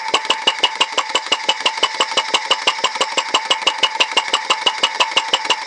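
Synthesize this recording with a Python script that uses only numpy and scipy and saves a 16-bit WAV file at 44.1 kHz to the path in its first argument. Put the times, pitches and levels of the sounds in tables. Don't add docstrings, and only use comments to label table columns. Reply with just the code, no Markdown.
import sys
import numpy as np
from scipy import signal
from scipy.fft import rfft, irfft
from scipy.io import wavfile
from scipy.ndimage import uniform_filter1d, minimum_filter1d, map_coordinates

SR = 44100
rng = np.random.default_rng(int(sys.argv[2]) if len(sys.argv) > 2 else 0)


def pcm_store(signal):
    levels = np.round(np.clip(np.atleast_2d(signal), -1, 1) * 32767)
    wavfile.write(sys.argv[1], SR, levels.astype(np.int16).T)


N = 249606
TIME = np.arange(N) / SR

# freq_hz, gain_db
FRAME = [(40, -40.5), (150, -15.5), (300, -9.5), (600, -9.5), (1000, 1), (1500, -2), (2000, -2),
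         (2700, -6.5), (3700, 0), (5400, -9.5), (7000, -9.5), (9000, -15.5), (10500, -25)]
BENCH = [(30, -32.5), (90, -20.5), (150, -17.5), (280, -3.5), (450, 1.5), (700, -3.5), (1100, -26),
         (3000, -54.5)]
SPRING = [(2000, -37.5), (6000, -9), (7500, -5.5), (9000, -20), (12000, -41.5)]
# centre_hz, width_hz, boost_db
FRAME_PEAKS = [(298, 40, 7.9), (889, 54, 20.3), (1275, 28, 11.5), (1696, 94, 8.3), (2212, 138, 16),
               (4040, 73, 6.8), (4704, 180, 11), (5600, 230, 9.7), (9100, 280, 3.9)]
BENCH_PEAKS = [(189, 21, 3.4), (296, 38, 3.3), (418, 30, 5.6), (531.3, 30, 14.7), (625.6, 11, 7.3),
               (697, 10, 4.7)]
SPRING_PEAKS = [(7577, 70, 20.5), (7770, 160, 9.1)]


def from_db(db):
    return 10 ** (np.asarray(db) / 20)


def unit_rms(x):
    return x / np.sqrt(np.mean(x ** 2) + 1e-20)


def along(curve, places):
    return np.interp(places, *np.transpose(curve))


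def scatter(times_s, spread):
    return spread * rng.standard_normal(len(times_s))


def body(response, peaks, size=8192):
    hz = np.maximum(np.fft.rfftfreq(size, 1 / SR), 1)
    points_hz, points_db = np.transpose(response)
    broad = from_db(np.interp(np.log(hz), np.log(points_hz), points_db))
    power = 1 + sum(from_db(2 * db) / (1 + (2 * (hz - centre_hz) / width_hz) ** 2)
                    for centre_hz, width_hz, db in peaks)
    cepstrum = irfft(np.log(broad * np.sqrt(power)))
    return irfft(np.exp(2 * rfft(cepstrum[:size // 2], size)))


def rubbed(impulse):
    return unit_rms(signal.fftconvolve(rng.standard_normal(N + len(impulse) - 1), impulse, "valid"))


def blows(times_s, levels_db, impulse, rattle, fall_s, rise_s=0.00024, pitch=1):
    out = np.zeros(N + 2 * len(impulse))
    age = np.arange(len(impulse))
    swell = (1 - np.exp(-age / SR / rise_s)) ** 2 * np.exp(-age / SR / fall_s)
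    for time_s, db, ratio in zip(times_s, levels_db, pitch * np.ones(len(times_s))):
        grains = rng.standard_normal(len(age)) * rng.exponential(1, len(age))
        grains *= rng.random(len(age)) < .2
        force = np.sqrt(rattle) * grains * swell / np.linalg.norm(grains * swell)
        force[0] -= np.sqrt(1 - rattle)
        tuned = map_coordinates(impulse, [age * ratio], order=3)
        sound = signal.fftconvolve(force, tuned)[:len(age)]
        sound *= np.sqrt(SR / 100) / np.linalg.norm(sound)
        start = max(round(time_s * SR), 0)
        out[start:start + len(age)] += from_db(db) * sound
    return out[:N]


def hiss():
    swell = [(0.0, -39), (0.31, -48.5), (1.56, -43.5), (1.89, -37), (3.21, -36), (3.72, -48), (4.15, -41.5),
             (5.66, -38)]
    jet = [(3500, -40.5), (4800, -10), (5350, 4), (5750, -6), (6100, -14.5), (7500, -33.5)]
    jet_peaks = [(5300, 220, 4.6)]
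    return from_db(along(swell, TIME) - 1.5) * rubbed(body(jet, jet_peaks))


def wheel_note(pitch_hz=883, width_hz=16.2, span_s=0.024):
    band_hz = [pitch_hz - width_hz / 2, pitch_hz + width_hz / 2]
    narrow = signal.butter(2, band_hz, "band", fs=SR, output="sos")
    note = unit_rms(signal.sosfilt(narrow, rng.standard_normal(N + SR))[SR:])
    return note / np.sqrt(uniform_filter1d(note ** 2, int(span_s * SR)) + 1e-9)


def piston(stroke_s):
    # time_s, relative_db
    slide_drift = [(0.22, -28), (0.72, -28.5), (0.89, -31.5), (3.75, -28), (3.91, -28.3), (5.58, -28)]
    scrape_drift = [(0.2, -39.5), (1.1, -37), (2.1, -34), (3.4, -37.5), (3.6, -40.5), (4.25, -36.5),
                    (5.6, -38)]
    # angle_turns, gain_db
    slide_cycle = [(0, -15), (.15, 5), (.27, 1), (.38, 2.5), (.46, 1.5), (.56, 3), (.66, -0.5), (.82, 2.5),
                   (.9, -13.5), (1, 2.5)]
    scrape_cycle = [(0, 2.5), (.15, 7), (.3, -3), (.4, -5.5), (.5, 4), (.63, 2), (.75, -2.5), (.86, 1),
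                    (1, 1.5)]
    # freq_hz, gain_db
    slide = [(40, -38.5), (150, -14.5), (300, -9), (700, -6), (960, 6.5), (1150, 5), (1400, -0.5),
             (1900, 4), (2250, 3), (2550, -2.5), (4000, -23.5)]
    scrape = [(500, -57.5), (1400, -3), (2000, 11.5), (2600, -5.5), (3200, -7.5), (3750, 8), (4250, -4),
              (5200, 4), (6200, -1.5), (7500, -7.5), (9300, -20), (10500, -42.5)]
    # centre_hz, width_hz, boost_db
    slide_peaks = [(420, 21, 4.5), (522, 26, 13.3), (881.5, 60, 17.2), (1493, 19, 5.9), (1762, 70, 12.1),
                   (1935, 81, 6.3), (2200, 49, 6.2), (2250, 85, 13.6)]
    scrape_peaks = [(2172, 85, 9.3), (2880, 120, 5.6), (4130, 30, 12.4), (4778, 96, 13.4)]
    period_s = np.mean(np.diff(stroke_s))
    starts_s = np.r_[stroke_s[0] - period_s, stroke_s, stroke_s[-1] + period_s]
    angle_turns = np.interp(TIME, starts_s, np.arange(len(starts_s))) % 1
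    slide_db = along(slide_drift, TIME) + along(slide_cycle, angle_turns)
    scrape_db = along(scrape_drift, TIME) + along(scrape_cycle, angle_turns)
    ring = from_db(slide_db - 3) * rubbed(body(slide, slide_peaks))
    note = from_db(slide_db - 4) * wheel_note()
    rasp = from_db(scrape_db + 2.5) * rubbed(body(scrape, scrape_peaks))
    return ring + note + rasp


def flywheel(first_tick_s=.0828):
    speed = [(0, 5.9902), (1.3, 5.8684), (1.9, 5.8857), (2.6, 5.9803), (3.6, 6.0277), (5.66, 5.9831)]
    turns = np.cumsum(along(speed, TIME)) / SR
    turns -= np.interp(first_tick_s, TIME, turns)
    return np.interp(np.arange(int(turns[-1]) + 1), turns, TIME)


def valve_gear(tick_s):
    base_db = -21.8 + scatter(tick_s, 1.5)
    ticks = blows(tick_s, base_db + 1, body(FRAME, FRAME_PEAKS), rattle=.92, fall_s=.0079)
    shudder = blows(tick_s + .00314, base_db - 11.5, body(BENCH, BENCH_PEAKS),
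                    rattle=1, fall_s=.022, rise_s=.0038)
    return ticks + shudder


def thump(stroke_s, late_ms):
    base_db = -18.5 + .25 * late_ms + scatter(stroke_s, .8)
    creak = blows(stroke_s - .0025, base_db - 4.5, body(FRAME, FRAME_PEAKS),
                  rattle=1, fall_s=.0032, rise_s=.0034)
    push = blows(stroke_s + .00037, base_db + .5, body(BENCH, BENCH_PEAKS), rattle=.12, fall_s=.014)
    return creak + push


def valve(stroke_s, force_db):
    response = [(200, -44.5), (700, -7.5), (1400, -2), (2200, -6), (2900, 5.5), (3600, 1.5), (4400, -4),
                (5600, -2), (7000, -22.5), (8700, -18), (10500, -36.5)]
    peaks = [(2592, 52, 11.1), (2815, 95, 15), (2905, 81, 19), (3944, 50, 9.1), (6285, 120, 11.3)]
    plate = body(response, peaks)
    split_db = 3.5 + scatter(stroke_s, 5)
    rebound_db = force_db - 10 * np.log10(1 + from_db(2 * split_db))
    clack_db = rebound_db + split_db
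    seating = 1 + scatter(stroke_s, .0085)
    clack = blows(stroke_s + .0053, clack_db, plate, rattle=.57, fall_s=.0032, pitch=1.0154 * seating)
    rebound = blows(stroke_s + .0098, rebound_db, plate,
                    rattle=.77, fall_s=.0048, rise_s=.00076, pitch=.992 * seating)
    clatter_db = (clack_db + rebound_db) / 2 - 8.5
    clatter = blows(stroke_s + .004, clatter_db, body(FRAME, FRAME_PEAKS), rattle=.99, fall_s=.0086)
    return clack + rebound + clatter


def cylinder(stroke_s, late_ms, harder_db):
    response = [(150, -45.5), (500, -2.5), (800, 0.5), (1150, 2), (1500, -10), (2500, -44.5), (6000, -39.5)]
    peaks = [(943, 26, 13.4), (1032.5, 47, 15.9), (1130, 46, 7.2)]
    cavity = body(response, peaks)
    base_db = -14.5 + .11 * late_ms + scatter(stroke_s, 1.5)
    tuning = 1040 - 8 * harder_db + scatter(stroke_s, 36)
    struck = blows(stroke_s + .00416, base_db - 3.5, cavity, rattle=.45, fall_s=.0068, pitch=.99)
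    puff = blows(stroke_s + .0135, base_db - .8, cavity,
                 rattle=.92, fall_s=.0048, rise_s=.001, pitch=1.02 * tuning / tuning.mean())
    return struck + puff


def spring(stroke_s, harder_db):
    base_db = -25 - .57 * harder_db + scatter(stroke_s, 1)
    return blows(stroke_s + .0054, base_db + .7, body(SPRING, SPRING_PEAKS),
                 rattle=1, fall_s=.0058, rise_s=.0013, pitch=1 + scatter(stroke_s, .0079))


def linkage(tick_s, lag_s=.0846):
    knock_s = tick_s + lag_s + scatter(tick_s, .0012)
    base_db = -25 + scatter(tick_s, 2)
    knocks = blows(knock_s, base_db - .5, body(FRAME, FRAME_PEAKS), rattle=.9, fall_s=.0046)
    jingle = blows(knock_s, base_db - 17, body(SPRING, SPRING_PEAKS), rattle=.54, fall_s=.0022)
    return knocks + jingle


def workshop(x, wall_cut_hz=1070, t60_s=.15, tail_db=-14, predelay_s=.0028):
    walls = [(0.013, -23), (0.0255, -19)]
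    dull = signal.sosfilt(signal.butter(1, wall_cut_hz, fs=SR, output="sos"), x)
    echoes = sum(from_db(db) * np.interp(TIME - delay_s, TIME, dull, left=0) for delay_s, db in walls)
    age_s = TIME[:SR // 2]
    onset = np.clip(age_s / predelay_s - 1, 0, 1)
    tail = rng.standard_normal(len(age_s)) * from_db(-60 * age_s / t60_s) * onset
    return echoes + from_db(tail_db) * signal.fftconvolve(x, tail / np.linalg.norm(tail))[:N]


def scene():
    stroke_delay = [(0.09, 0.0551), (0.25, 0.048), (0.42, 0.052), (0.58, 0.046), (1.1, 0.055), (1.6, 0.05),
                    (1.95, 0.057), (2.46, 0.055), (2.62, 0.052), (3.29, 0.056), (3.78, 0.0447),
                    (3.95, 0.051), (4.45, 0.051), (4.61, 0.048), (4.95, 0.051), (5.45, 0.049)]
    valve_force = [(0.14, -7), (0.63, -3), (1.15, -11), (1.49, -4.5), (1.83, -6), (2.0, -10.5), (2.67, -5),
                   (3.01, -12.5), (3.83, -3.5), (4.5, -9), (4.66, -5.5), (5.5, -6)]
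    tick_s = flywheel()
    delay_s = along(stroke_delay, tick_s)
    stroke_s = tick_s + delay_s
    late_ms = (delay_s - delay_s.mean()) * 1000
    force_db = along(valve_force, stroke_s)
    harder_db = force_db - force_db.mean()
    engine = hiss() + piston(stroke_s) + valve_gear(tick_s)
    engine += thump(stroke_s, late_ms) + valve(stroke_s, force_db)
    engine += cylinder(stroke_s, late_ms, harder_db) + spring(stroke_s, harder_db) + linkage(tick_s)
    return (engine + workshop(engine))[None]


def record(dry):
    ceiling, hold_s = .74, .0007
    bass_cut_hz, stopband_hz = 50, 11200
    hold = int(hold_s * SR)
    allowed = ceiling / np.maximum(np.abs(dry), ceiling)
    gain = uniform_filter1d(minimum_filter1d(allowed, hold), hold)
    bass_cut = signal.butter(1, bass_cut_hz, "high", fs=SR, output="sos")
    top_cut = signal.firwin(121, stopband_hz - 700, window=("kaiser", 9), fs=SR)
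    return signal.fftconvolve(signal.sosfilt(bass_cut, dry * gain), top_cut[None], "same")


dry = scene()
out = record(dry)
pcm_store(out)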